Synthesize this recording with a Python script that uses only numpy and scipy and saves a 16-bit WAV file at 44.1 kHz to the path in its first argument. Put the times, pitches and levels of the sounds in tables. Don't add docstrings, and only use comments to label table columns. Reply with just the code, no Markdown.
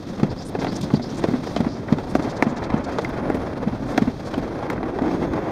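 import sys
import numpy as np
from scipy import signal
from scipy.fft import rfft, irfft
from scipy.io import wavfile

SR = 44100
rng = np.random.default_rng(int(sys.argv[2]) if len(sys.argv) > 2 else 0)


def output_pcm(signal):
    pcm = np.clip(np.atleast_2d(signal).T, -1, 1) * 32767
    wavfile.write(sys.argv[1], SR, np.round(pcm).astype(np.int16))


N = 242991
TIME = np.arange(N) / SR
IMPACT_TIME = np.arange(4096) / SR


def gain_of(db):
    return 10 ** (np.asarray(db) / 20)


def unit_rms(x):
    return x / np.sqrt(np.mean(x ** 2) + 1e-20)


def burst(x):
    return x / np.sqrt(np.sum(x ** 2) / (.02 * SR) + 1e-20)


def decay(t60):
    return gain_of(-60 * IMPACT_TIME / t60)


def envelope(rows, column=1):
    rows = np.asarray(rows)
    return gain_of(np.interp(TIME, rows[:, 0], rows[:, column]))


def add(mix, start_s, sound):
    part = mix[max(round(start_s * SR), 0):][:len(sound)]
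    part += sound[:len(part)]


def coloured(x, spectrum):
    hz, db = np.transpose(spectrum)
    f = abs(np.fft.fftfreq(len(IMPACT_TIME), 1 / SR))
    log_gain = np.log(gain_of(np.interp(np.log(f + 1), np.log(hz), db)))
    taps = np.fft.ifft(np.exp(np.conj(signal.hilbert(log_gain)))).real
    return signal.oaconvolve(x, taps)[:len(x)]


def band(x, hz, spread, order=1):
    edges = np.clip([hz / (1 + spread), hz * (1 + spread)], 1, SR / 2 - 1)
    return signal.sosfilt(signal.butter(order, edges, "band", fs=SR, output="sos"), x)


def cutoff(x, hz, order, kind="low"):
    return signal.lfilter(*signal.butter(order, hz, kind, fs=SR), x)


def drift(hz):
    f = np.fft.rfftfreq(N, 1 / SR)
    return unit_rms(irfft(rfft(rng.standard_normal(N)) * np.exp(-(f / hz) ** 2), N))


def grains(per_s, spread_db):
    size = gain_of(spread_db * np.minimum(rng.exponential(1, N), 4))
    return unit_rms(size * rng.choice([-1, 1], N) * (rng.random(N) < per_s / SR))


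def resonance(hz, width_hz):
    pole = np.exp(-2 * np.pi * width_hz / SR)
    amplitude = rng.standard_normal(len(hz)) + 1j * rng.standard_normal(len(hz))
    for _ in range(2):
        amplitude = signal.lfilter([1 - pole], [1, -pole], amplitude)
    carrier = np.exp(2j * np.pi * np.cumsum(hz) / SR)
    return unit_rms((amplitude * carrier).real)


def rub(length_s, db, hz, width_hz, glide=0):
    progress = np.linspace(-1, 1, int(length_s * SR))
    swell = np.cos(np.pi * progress / 2)
    return gain_of(db) * swell * resonance(hz * (1 + glide * progress), width_hz)


def contact(chatter, t60):
    impulse = IMPACT_TIME == 0
    tail = rng.standard_normal(len(IMPACT_TIME)) * decay(t60)
    return chatter * tail / np.linalg.norm(tail) - impulse


# (start [s], duration [s], relative level [dB], frequency [Hz])
WHINE_SPELLS = [(1.6, 0.16, -76, 10850), (2.16, 0.13, -69, 10900), (3.12, 0.24, -74, 10740),
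                (3.28, 0.24, -73, 10760), (3.5, 0.22, -78, 10700), (3.67, 0.087, -75, 10920),
                (4.42, 0.3, -77, 10850), (4.76, 0.18, -77, 10820)]

def whine():
    out = np.zeros(N)
    fade_s = 0.064
    waver_hz = 40 * drift(hz=17)
    for start, length, db, hz in WHINE_SPELLS:
        t = np.arange(0, length, 1 / SR)
        fade = np.minimum(np.minimum(t, length - t) / fade_s, 1)
        pitch_hz = hz + np.interp(start + t, TIME, waver_hz)
        add(out, start, gain_of(db) * fade * resonance(pitch_hz, width_hz=220))
    return out * gain_of(2.2 * drift(hz=70) + 3.0)


# (frequency [Hz], width [Hz], level [dB])
WHEEL_TONES = [(3480, 100, -62), (6500, 250, -66), (11500, 3000, -73)]

def singing_wheels():
    out = np.zeros(N)
    middle_s, length_s = 5.28, 0.84
    for hz, width_hz, db in WHEEL_TONES:
        add(out, middle_s - length_s / 2, rub(length_s, db, hz, width_hz))
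    return out


# (time [s], relative level [dB])
WIND_LEVELS = [(0.0, -46), (1.2, -52), (1.9, -44), (3.7, -38.5), (4.7, -42.5), (5.2, -40), (5.51, -40.5)]
# (frequency [Hz], relative density [dB])
EDDY_SPECTRUM = [(10, -25), (25, -12.5), (55, -7), (90, -9.5), (130, -8), (250, -34), (1500, -81)]

def wind():
    eddies = unit_rms(coloured(rng.standard_normal(N), EDDY_SPECTRUM))
    gusts = gain_of(3.5 * drift(hz=8.5) + 3.0)
    return envelope(WIND_LEVELS) * eddies * gusts


# (midpoint [s], duration [s], relative level [dB], frequency [Hz], width [Hz])
WALL_RUBS = [(0.091, .05, -49, 5500, 2000), (0.158, 0.026, -48, 5000, 1510),
             (0.312, 0.04, -42.5, 4900, 800), (0.393, 0.046, -39, 5050, 350),
             (0.429, .04, -39.5, 5370, 1100), (0.463, 0.033, -36, 8900, 1100),
             (0.487, 0.032, -38.5, 9300, 1200), (0.492, .028, -39, 12600, 1600),
             (0.605, 0.036, -38, 5330, 1420), (0.652, 0.042, -40, 2210, 1500),
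             (0.641, 0.026, -43, 11300, 3500), (0.69, .045, -38, 4600, 450),
             (0.734, 0.063, -42.5, 5150, 350), (0.764, 0.026, -33, 5900, 800),
             (0.763, 0.024, -36.5, 8200, 1700), (0.816, 0.015, -30, 5600, 4500),
             (0.838, 0.04, -35, 5000, 3400), (0.957, 0.046, -38.5, 4580, 553),
             (1.034, 0.036, -35.5, 4850, 750), (1.065, 0.046, -45, 5000, 500),
             (1.106, 0.035, -40, 5730, 1000), (1.151, 0.03, -42, 5970, 2500),
             (1.184, 0.039, -36, 7800, 2000), (1.478, 0.073, -43, 5180, 997),
             (1.512, 0.13, -50, 9000, 4500), (1.73, 0.16, -44.5, 4990, 1100),
             (2.106, 0.052, -43, 8350, 3460), (2.162, 0.035, -40, 5800, 3470),
             (2.236, 0.045, -39.5, 5200, 3000), (2.306, 0.036, -37, 5200, 2500),
             (2.371, 0.034, -40, 5400, 2500), (2.436, 0.032, -42, 5540, 2500),
             (2.498, 0.043, -44, 6120, 2000), (2.575, .034, -40.5, 5300, 2000),
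             (2.646, 0.027, -39, 4900, 2010), (2.782, 0.022, -49, 6500, 1200),
             (2.848, .022, -38.5, 5700, 1900), (2.928, 0.035, -46, 5000, 2000),
             (3.02, 0.028, -41.5, 5000, 4000), (3.908, 0.11, -45, 8000, 4450),
             (4.272, 0.052, -41.5, 5500, 4993)]
# (time [s], level [dB])
BRIGHT_SNAPS = [(0.1965, -68), (0.2317, -63), (0.811, -57), (0.836, -58), (0.9405, -63), (1.924, -70),
                (2.153, -60), (3.041, -60), (3.091, -59), (3.35, -57), (3.358, -63), (4.378, -58),
                (4.703, -54)]

def scuffs():
    out = np.zeros(N)
    for middle, length, db, hz, width_hz in WALL_RUBS:
        scrape = rub(length, db - 9, hz=5600, width_hz=2200)
        squeal = rub(length, db, hz, width_hz, glide=0.05)
        add(out, middle - length / 2, squeal + scrape)
    out *= gain_of(2.1 * drift(hz=400) - 8.0)
    out = coloured(out, [(1500, -7), (3500, 7.5), (6500, 1.0), (9500, -4.0), (13000, -7.5), (16000, -20)])
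    for time, db in BRIGHT_SNAPS:
        snap = band(contact(chatter=3.0, t60=0.037), hz=10000, spread=0.35)
        add(out, time, gain_of(db) * burst(snap))
    return out


# (time [s], level [dB], frequency [Hz])
FITTING_CLINKS = [(0.233, -48, 2196), (1.884, -42.5, 1840), (2.4254, -34.5, 2110), (3.0485, -31, 2080),
                  (3.978, -31, 2091), (3.978, -37, 3320), (4.342, -40.5, 3015), (4.7, -36.5, 2070)]

def clinks():
    out = np.zeros(N)
    for time, db, hz in FITTING_CLINKS:
        ring = decay(t60=0.023) * np.sin(2 * np.pi * hz * IMPACT_TIME)
        rattled = signal.fftconvolve(contact(chatter=0.26, t60=0.023), ring)
        add(out, time, gain_of(db) * burst(band(rattled, hz, spread=0.42, order=2)))
    return out


# (time [s], smack level [dB], smack centre [Hz], panel level [dB])
FRAME_SLAPS = [(0.2335, -31.5, 616, -32), (0.5515, -39.5, 1050, -49), (2.152, -30.5, 1100, -25),
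               (2.4243, -19.5, 1400, -24), (3.3015, -35.5, 1200, -31), (3.9775, -24.5, 1600, -21.5)]

def slaps():
    out = np.zeros(N)
    panel_hz = 744
    panel = burst(decay(t60=0.038) * np.sin(2 * np.pi * panel_hz * IMPACT_TIME))
    for time, smack_db, hz, panel_db in FRAME_SLAPS:
        smack = band(contact(chatter=1.0, t60=0.024), hz, spread=0.51)
        smack = burst(cutoff(smack, hz=2260, order=6))
        add(out, time, gain_of(smack_db) * smack + gain_of(panel_db) * panel)
    return out


# (frequency [Hz], bandwidth [Hz], gain [dB])
SHELL_MODES = [(393, 150, 16), (597, 78, 1), (669, 89, 0), (820, 40, -2.5), (1060, 180, -5),
               (1352, 160, -4.5), (1900, 360, -3), (2420, 71, -42)]

def shell(force):
    return sum(gain_of(db) * signal.lfilter(*signal.iirpeak(hz, hz / width, SR), force)
               for hz, width, db in SHELL_MODES)


def panel_swell():
    times = [row[0] for row in JOINTS]
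    times = [2 * times[0] - times[1], *times, 2 * times[-1] - times[-2]]
    panels_passed = np.interp(TIME, times, np.arange(len(times)))
    return np.cos(2 * np.pi * (panels_passed - 0.12))


# (time [s], shell rumble [dB], wheel roar [dB], sliding hiss [dB])
RIDE_LEVELS = [(0.0, -34, -41.5, -45.5), (0.31, -29.5, -37.5, -50.5), (0.36, -35.5, -41, -49),
               (0.5, -30.5, -39, -49), (0.57, -32.5, -40.5, -50), (0.61, -28, -32.5, -46),
               (0.68, -26.5, -32.5, -46), (0.73, -25.5, -37, -43), (1.05, -28.5, -39.5, -47),
               (1.2, -25.5, -33.5, -43), (1.42, -27, -38, -46), (1.55, -26, -34, -41.5),
               (1.7, -25.5, -37.5, -52), (1.87, -28.5, -37.5, -49), (2.16, -26.5, -35, -45.5),
               (2.34, -27.5, -31.5, -48.5), (2.62, -29.5, -32, -52), (2.8, -30, -31.5, -51),
               (2.95, -27.5, -30.5, -46), (3.13, -29.5, -33, -48.5), (3.22, -23.5, -30, -50),
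               (3.42, -28.5, -34.5, -49.5), (3.62, -29, -33, -50), (3.75, -31, -36, -49.5),
               (3.92, -28, -32.5, -46), (4.16, -32, -40, -47.5), (4.4, -27, -33.5, -47),
               (4.65, -33.5, -32.5, -50.5), (4.88, -27, -33, -52.5), (4.96, -33, -36, -52.5),
               (5.04, -30, -31.5, -51.5), (5.12, -26, -31, -45), (5.3, -25.5, -33.5, -51),
               (5.51, -29, -29.5, -49)]
# (time [s], frequency [Hz], amplitude against the bumps [ratio])
WHEEL_DRONE = [(0, 226, 1.38), (0.999, 164.3, 0.45), (1.9, 158.4, 0.3), (2.797, 242.7, 0.48),
               (3.6, 213.9, 0.96), (4.399, 270.5, 0.65), (4.95, 316.4, 1.64), (5.2, 295.3, 1.3),
               (5.51, 344, 0.75)]
# (frequency [Hz], relative density [dB])
RUMBLE_SPECTRUM = [(30, -26.5), (60, -9.5), (100, -3.5), (135, -1), (200, 0), (260, 2), (330, -1),
                   (420, -9), (600, -25.5), (1200, -77), (3000, -73.5)]
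ROAR_SPECTRUM = [(60, -46.5), (250, -9.5), (420, 2), (540, 3.5), (700, 1), (1000, -4.5), (1350, -9),
                 (1650, -11.5), (2050, -15.5), (2500, -22), (3300, -27.5), (6000, -65), (10000, -98)]
HISS_SPECTRUM = [(1500, -5), (2600, -2.5), (3400, 3), (5000, 0), (6400, -5.5), (7500, -14.5), (8800, -12),
                 (10000, -22), (12500, -18.5), (14500, -30), (16000, -27)]

def rolling():
    load = drift(hz=42.6)
    times, drone_hz, strength = np.transpose(WHEEL_DRONE)
    drone = np.interp(TIME, times, strength) * resonance(np.interp(TIME, times, drone_hz), width_hz=94)
    bumps = unit_rms(coloured(grains(per_s=1700, spread_db=1.5), RUMBLE_SPECTRUM))
    rumble = unit_rms(bumps + drone) * gain_of(load - 0.44)
    grit = unit_rms(coloured(grains(per_s=3000, spread_db=0.5), ROAR_SPECTRUM))
    knocking = shell(grains(per_s=300, spread_db=-5.0))
    knocking = unit_rms(band(knocking, hz=840, spread=2.1, order=2))
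    roar = unit_rms(grit + 0.23 * knocking) * gain_of(2.23 * load + 1.0)
    hiss = unit_rms(coloured(rng.standard_normal(N), HISS_SPECTRUM)) * gain_of(2.2 * load - 3.0)
    swell = panel_swell()
    return (rumble * envelope(RIDE_LEVELS, column=1) * gain_of(0.77 * swell)
            + roar * envelope(RIDE_LEVELS, column=2) * gain_of(0.33 * swell)
            + hiss * envelope(RIDE_LEVELS, column=3))


def boom(db, hz, swell_s, ring_share, ring_t60):
    swing = (IMPACT_TIME / swell_s * np.exp(1 - IMPACT_TIME / swell_s)) ** 2
    onset = 1 - np.exp(-IMPACT_TIME / 0.00007)
    ring = ring_share * onset * decay(ring_t60)
    bounce = (swing + ring) * np.sin(2 * np.pi * hz * IMPACT_TIME)
    sway_gain = 0.61 * gain_of(1.2 * (db + 10.5))
    sway = sway_gain * onset * decay(t60=0.13) * np.sin(2 * np.pi * 156 * IMPACT_TIME)
    return gain_of(db) * burst(cutoff(bounce + sway, hz=117, order=2, kind="high"))


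# (frequency [Hz], relative density [dB])
CRACK_SPECTRUM = [(1500, -12), (2600, 5), (3800, 3), (6300, -2), (8000, -7), (10500, -10), (13500, -8),
                  (15500, -13)]

def crack(db, top_hz, chatter, t60):
    edge = cutoff(contact(chatter=0.86, t60=0.014), top_hz, order=2)
    tail = cutoff(contact(chatter, t60), min(top_hz, 6500), order=2)
    return gain_of(db) * burst(coloured(edge + 0.54 * tail, CRACK_SPECTRUM))


def rebound(db):
    shake = contact(chatter=14.0, t60=0.11) * (1 - np.exp(-IMPACT_TIME / 0.004))
    rattle = gain_of(db - 11) * burst(band(shell(shake), hz=726, spread=0.96))
    return boom(db, hz=247.5, swell_s=0.007, ring_share=0.076, ring_t60=0.35) + rattle


def thump(db, hz, crack_db):
    out = boom(db, hz, swell_s=0.0031, ring_share=0.32, ring_t60=0.1)
    ring_db = -29 + 0.4351 * (crack_db + 54)
    ring = band(shell(contact(chatter=5.9, t60=0.068)), hz=535, spread=1.0)
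    scrape = crack(crack_db, top_hz=12000, chatter=7.4, t60=0.062)
    add(out, 0.0018, gain_of(ring_db) * burst(ring) + scrape)
    return out


def clack(ring_db, boom_db, crack_db, ring_hz, top_hz):
    ring = band(shell(contact(chatter=2.4, t60=0.047)), ring_hz, spread=0.38)
    ring = gain_of(ring_db - 3.0) * burst(cutoff(ring, hz=2350, order=6))
    low = boom(boom_db, hz=260, swell_s=0.003, ring_share=0.088, ring_t60=0.29)
    return low + ring + crack(crack_db + 0.45, top_hz, chatter=4.2, t60=0.048)


# (time [s], clack ring [dB], clack boom [dB], clack crack [dB],
# ring centre [Hz], crack top [Hz], rear wheels' lag [s], thump boom [dB], thump frequency [Hz],
# thump crack [dB], rebound [dB], rebound's lag after the thump [s])
JOINTS = [(0.198, -32, -31, -49, 1030, 5000, 0.032, -13, 207, -41.5, -36, 0.049),
          (0.5507, -20.5, -44, -50, 750, 4000, 0.036, -25, 217, -56, -37, 0.052),
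          (0.903, -28.5, -34, -50, 920, 4000, 0.0338, -11.5, 213, -44.5, -28, 0.06),
          (1.2396, -14.5, -33, -37.5, 520, 5030, 0.044, -20, 196, -53, -17, 0.05),
          (1.563, -20.5, -30, -34.5, 890, 4250, 0.04, -15, 228, -43, -20.5, 0.058),
          (1.886, -30, -40, -65, 1130, 3000, 0.037, -11.5, 214, -41.5, -33, 0.047),
          (2.152, -15, -18.5, -40.5, 755, 13000, 0.041, -23.5, 250, -53, -22, 0.051),
          (2.4244, -17, -18.5, -37, 810, 13000, 0.042, -17, 222, -56, -27.5, 0.055),
          (2.7021, -27.5, -26.5, -47, 1060, 5000, 0.038, -15.5, 214, -56, -25, 0.052),
          (2.9856, -17, -43, -37.5, 694, 5700, 0.028, -42, 230, -83, -42, 0.065),
          (3.3, -20, -22.5, -49, 630, 13000, 0.043, -25, 222, -47.5, -42, 0.052),
          (3.633, -54, -45, -65, 900, 3000, 0.038, -19, 209, -58, -25.5, 0.053),
          (3.9775, -16.5, -16.5, -33, 754, 12500, 0.042, -14.5, 217, -47, -17.5, 0.052),
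          (4.3406, -26, -42, -44, 913, 4500, 0.036, -24.5, 254, -51, -48, 0.084),
          (4.7007, -26, -27, -42, 1320, 16000, 0.027, -30, 240, -50, -48, 0.052),
          (4.9874, -22, -30, -47.5, 899, 5000, 0.031, -19, 260, -52, -28, 0.052),
          (5.335, -27.5, -31, -47, 960, 9030, 0.044, -33, 275, -65, -31, 0.052)]
# (time [s], ring [dB], boom [dB], crack [dB], ring centre [Hz], crack top [Hz])
EXTRA_KNOCKS = [(0.617, -29.5, -37, -44, 910, 4000), (0.646, -23.5, -42, -39.5, 840, 4000),
                (0.668, -27, -28, -42.5, 1050, 4000), (0.996, -29.5, -40, -54, 696, 3000),
                (1.574, -39, -34, -43, 700, 4300), (1.647, -30, -40, -52, 775, 3500),
                (1.985, -28, -33, -45, 930, 4500), (3.0467, -34, -45, -41.5, 1567, 5000),
                (3.184, -26, -37, -70, 714, 3000), (4.778, -32, -36, -63, 1190, 3485),
                (4.83, -25, -34, -49.5, 880, 3000), (5.08, -29.5, -27, -48, 900, 4000),
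                (5.377, -24.5, -42, -56, 760, 3000)]

def wheel_impacts():
    out = np.zeros(N)
    for time, *front, rear_lag, thump_db, thump_hz, crack_db, rebound_db, rebound_lag in JOINTS:
        add(out, time, clack(*front))
        add(out, time + rear_lag, thump(thump_db, thump_hz, crack_db))
        add(out, time + rear_lag + rebound_lag, rebound(rebound_db))
    for time, *knock in EXTRA_KNOCKS:
        add(out, time, clack(*knock))
    return out


def scene():
    sled = rolling() + wheel_impacts() + slaps() + clinks() + scuffs() + singing_wheels()
    return (sled + whine() + wind())[None]


def record(dry):
    out = dry / (1 + abs(dry / .95) ** 6) ** (1 / 6)
    for hz, width_hz in [(2910, 210), (7830, 170)]:
        out = signal.lfilter(*signal.iirnotch(hz, hz / width_hz, SR), out)
    band_limit = signal.firwin(511, 15750, window=("kaiser", 9), fs=SR)
    return signal.oaconvolve(out, band_limit[None], "same")


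dry = scene()
out = record(dry)
output_pcm(out)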